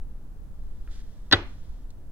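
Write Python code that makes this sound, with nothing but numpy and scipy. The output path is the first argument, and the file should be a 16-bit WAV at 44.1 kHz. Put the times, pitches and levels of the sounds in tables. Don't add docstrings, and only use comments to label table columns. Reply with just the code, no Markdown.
import sys
import numpy as np
from scipy import signal
from scipy.fft import rfft, irfft
from scipy.io import wavfile

SR = 44100
rng = np.random.default_rng(int(sys.argv[2]) if len(sys.argv) > 2 else 0)


def wav_record(signal):
    frames = np.transpose(np.atleast_2d(signal))
    bounded = np.clip(frames, -1, 1)
    quanta = np.round(bounded * 32767).astype(np.int16)
    wavfile.write(sys.argv[1], SR, quanta)


def magnitude_from_level(level_db):
    exponent = np.asarray(level_db, float) / 20
    return 10 ** exponent


N = 93403


def at_hz(points, hz):
    p = np.array(points)
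    return np.interp(np.log(np.maximum(hz, 1e-3)), np.log(p[:, 0]), p[:, 1])


def in_time(rows):
    return np.interp(np.arange(N) / SR, *np.transpose(rows), left=-120, right=-120)


def rms_one(x):
    return x / np.sqrt(np.mean(x ** 2) + 1e-20)


def shaped(x, gain):
    return irfft(rfft(x) * gain(np.arange(N // 2 + 1) * SR / N), N)


def coloured(x, points):
    hz = np.arange(N // 2 + 1) * SR / N
    cepstrum = irfft(np.log(magnitude_from_level(at_hz(points, hz))), N)
    cepstrum[1:N // 2] *= 2
    cepstrum[N // 2 + 1:] = 0
    return irfft(rfft(x) * np.exp(rfft(cepstrum)), N)


def filtered(x, order, hz, kind="low"):
    return signal.sosfilt(signal.butter(order, hz, kind, fs=SR, output="sos"), x)


def burst(start, t60, rough):
    t = np.arange(N) / SR - start
    fade = magnitude_from_level(-60 * np.clip(t, 0, 0.1) / t60)
    x = (t >= 0) * (t < 0.1) * fade * rough
    return x / np.sqrt(np.sum(x ** 2))


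def soft_click(start, cut_hz):
    x = np.zeros(N)
    t = np.arange(64) / SR
    first = int(start * SR)
    x[first:first + 64] = rms_one(t * np.exp(-2 * np.pi * cut_hz * t)) / 8
    return x


def ring(clicks, hz, t60):
    r, w = magnitude_from_level(-60 / (t60 * SR)), 2 * np.pi * hz / SR
    return signal.lfilter([0, np.sin(w)], [1, -2 * r * np.cos(w), r * r], clicks + 1e-18)


# frequency in Hz, correlation from -1 to 1.
MIC_LIKENESS = [(20, 0.89), (130, 0.95), (290, 1), (640, .75), (1400, .35), (3000, -0.5), (7000, 0.32)]


def diffuse(gain):
    def alike(hz):
        return np.clip(at_hz(MIC_LIKENESS, hz), -0.99, 0.99)

    mid, side = rng.standard_normal((2, N))
    mid = shaped(mid, lambda hz: gain(hz) * np.sqrt(1 + alike(hz)))
    side = shaped(side, lambda hz: gain(hz) * np.sqrt(1 - alike(hz)))
    return np.array([mid + side, mid - side])


# frequency in Hz, level in dB per Hz.
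AIR_COLOUR = [(4, 2.5), (30, -3.5), (59, -14), (96, -24), (200, -30), (400, -40), (1800, -54.5),
              (2300, -64.5)]
# time in seconds, level in dB.
AIR_SWELL = [(0.0, -43), (0.55, -42.5), (0.66, -31), (1.18, -45.5), (1.3, -54.5), (1.66, -40.5),
             (2.12, -44.5)]
# frequency in Hz, level in dB per Hz.
HISS_COLOUR = [(300, -7), (2000, -1), (5000, -4.5), (12000, -5), (16000, -6)]


def background():
    air_db, swell_share, hiss_db = -36, 0.5, -70.5
    swell = np.interp(np.arange(N) / SR, *np.transpose(AIR_SWELL))
    air = rms_one(diffuse(lambda hz: magnitude_from_level(at_hz(AIR_COLOUR, hz)) * (hz > 3) / (1 + (hz / 2500) ** 4)))
    deep = filtered(air, 2, 60)
    air = air + deep * (magnitude_from_level(swell_share * (swell - swell.mean())) - 1)
    hiss = rms_one(shaped(rng.standard_normal((2, N)), lambda hz: magnitude_from_level(at_hz(HISS_COLOUR, hz))))
    balance = magnitude_from_level(np.array([[-0.5], [0.5]]))
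    return magnitude_from_level(air_db) * air * balance + magnitude_from_level(hiss_db) * hiss


# frequency in Hz, t60 in seconds.
ROOM_DECAY = [(100, .35), (500, 0.29), (1500, 0.37), (4000, 0.36), (8000, .17), (14000, .1)]
# frequency in Hz, level in dB per Hz.
ROOM_SPECTRUM = [(60, 12.5), (150, 0.5), (320, 13), (750, 4), (1500, 2), (3200, -3.5), (6000, -16),
                 (10000, -32.5)]


def room():
    room_db, blow_s, build_up_s = -15.5, 1.327, 0.011
    t = np.maximum(np.arange(N) / SR - blow_s, 0)
    noise = diffuse(lambda hz: magnitude_from_level(at_hz(ROOM_SPECTRUM, hz)))
    edges = 70 * 2 ** np.arange(0, 7.6, 0.25)
    tail = 0
    for low, high in zip(edges, edges[1:]):
        band = filtered(noise, 2, [low, high], "band")
        t60 = at_hz(ROOM_DECAY, np.sqrt(low * high))
        tail = tail + band * magnitude_from_level(-60 * t / t60)
    return magnitude_from_level(room_db) * tail * np.clip(t / build_up_s, 0, 1)


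# time in seconds, level in dB.
CARD_SLIDE = [(.5, -91.5), (.63, -78.5), (.8, -78.5), (.896, -73.5), (.914, -61.5), (.956, -62.5),
              (1.01, -64), (1.03, -70), (1.3, -77)]
# time in seconds, level in dB.
FINGERS_LEAVE = [(1.45, -67), (1.55, -68.5), (1.75, -71.5), (1.92, -82), (2.0, -95)]
# frequency in Hz, level in dB per Hz.
PAPER_COLOUR = [(900, -11), (1800, 0), (2600, -8.5), (3400, 0), (4500, -3), (5500, -4), (7000, -7.5),
                (12000, -22)]
# start in seconds, peak level in dB, pitch in Hz, t60 in seconds.
EDGE_TICKS = [
    (0.8751, -44.5, 1520, 0.015),
    (0.8794, -57, 1490, .012),
    (.886, -52, 1210, 0.044),
    (1.001, -52, 3600, .012),
    (1.001, -52, 7420, 0.0084),
    (1.9042, -51.5, 4630, 0.029),
    (1.9045, -49, 5500, .02),
    (1.9045, -58.5, 8500, 0.0099),
    (.82, -58, 10000, .008),
]


def handling():
    grains_per_s, trim_db, scattered, left_lag_s = 12000, 2, 0.72, 3.5 / 44100
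    grain = (rng.random((3, N)) < grains_per_s / SR) * rng.standard_normal((3, N))
    grain = rms_one(shaped(grain, lambda hz: magnitude_from_level(at_hz(PAPER_COLOUR, hz)) * (hz > 700) * (hz < 12500)))
    grain = grain * (magnitude_from_level(in_time(CARD_SLIDE) + trim_db) + magnitude_from_level(in_time(FINGERS_LEAVE)))
    right = grain[0].copy()
    rough = rng.standard_normal(N)
    for start, db, hz, t60 in EDGE_TICKS:
        tick = filtered(burst(start, t60, rough) + 1e-18, 2, [hz / 1.4, hz * 1.4], "band")
        right += magnitude_from_level(db) * tick / np.abs(tick).max()
    left = magnitude_from_level(-1.5) * shaped(right, lambda hz: np.exp(-2j * np.pi * hz * left_lag_s))
    return np.array([left, right]) + scattered * grain[1:]


# start in seconds, level in dB.
HAND_PUSHES = [
    (1.3137, -14.5),
    (1.324, -8),
    (1.3307, 0),
]
# frequency in Hz, level in dB, t60 in seconds.
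TABLE_MODES = [(69, -5.5, 0.22), (96.2, -1.5, .2), (125, -13, .12), (303.8, 4, 0.03), (342, -11, .17),
               (389.5, -11.5, 0.072), (440, -8, 0.058), (550, -6, 0.1), (660, -6.5, .05), (776, -4, .06)]


def table_thud():
    table_db = -17.5 - 10.5
    pushes = sum(magnitude_from_level(db) * soft_click(start, 1500) for start, db in HAND_PUSHES)
    thud = np.zeros(N)
    for k, (hz, db, t60) in enumerate(TABLE_MODES):
        thud += magnitude_from_level(table_db + db) * ring(pushes, hz, t60) * (-1) ** k
    return thud


# start in seconds, level in dB, contact cut-off in Hz.
CARD_CONTACTS = [(1.3130, -18, 6000), (1.3160, -19, 2000), (1.3225, -4.5, 4940), (1.325, -11.5, 4500),
                 (1.326, -2, 7140), (1.3278, -5, 6000), (1.3294, -9.5, 5500), (1.3322, -6, 3998),
                 (1.3337, -10, 3000), (1.3352, -11, 3000), (1.3408, -15, 3000), (1.3452, -18, 3000)]
# frequency in Hz, level in dB.
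STACK_MODES = [(1110, -4), (1330, -4.5), (1495, -3), (1667, -1.5), (1941, -2.5), (2520, -9), (2958, -11),
               (3302, 4.5), (3468, -1), (3769, 5), (4661, -8.5)]
# frequency in Hz, level in dB per Hz.
CRACK_SPECTRUM = [(200, -11.5), (700, -2.5), (1500, -2.5), (2400, 1.5), (3500, 4), (5000, 1), (7000, -15),
                  (12000, -30)]


def card_cracks():
    crack_db, stack_db, scatter_db = -6.5 + 21.5, -22.5 + 11, 3
    crackle_t60, stack_t60 = 0.008, 0.03
    rough = rng.standard_normal(N)
    strike = magnitude_from_level(scatter_db * rng.standard_normal((len(CARD_CONTACTS), len(STACK_MODES))))
    cracks = np.array([magnitude_from_level(db) * filtered(burst(start, crackle_t60, rough), 2, cut_hz)
                       for start, db, cut_hz in CARD_CONTACTS])
    out = magnitude_from_level(crack_db) * coloured(cracks.sum(axis=0), CRACK_SPECTRUM)
    for k, (hz, db) in enumerate(STACK_MODES):
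        out += magnitude_from_level(stack_db + db) * ring(strike[:, k] @ cracks, hz, stack_t60) * (-1) ** k
    return out


# frequency in Hz, level in dB, phase lag in radians.
LEFT_AGAINST_RIGHT = [(100, 0.5, 0), (1010, -2.5, 0.9), (1895, 3.5, -0.1), (2800, -3, 1.33), (4200, 3.5, 3),
                      (6000, -1, 5), (8000, 3.5, 7.5), (12300, -2.5, 9.0)]


def slap():
    right = filtered(card_cracks() + table_thud(), 3, [35, 12500], "band")
    hz, db, lag = np.transpose(LEFT_AGAINST_RIGHT)
    left = shaped(right, lambda f: magnitude_from_level(np.interp(f, hz, db)) * np.exp(-1j * np.interp(f, hz, lag)))
    return np.array([left, right])


def scene():
    return slap() + handling() + room() + background()


def low_pass(x):
    return signal.sosfilt(signal.butter(12, 15930, fs=SR, output="sos"), x)


def record(dry):
    mix = dry / (1 + np.abs(dry / 1.1) ** 6) ** (1 / 6)
    return low_pass(mix)


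dry = scene()
out = record(dry)
wav_record(out)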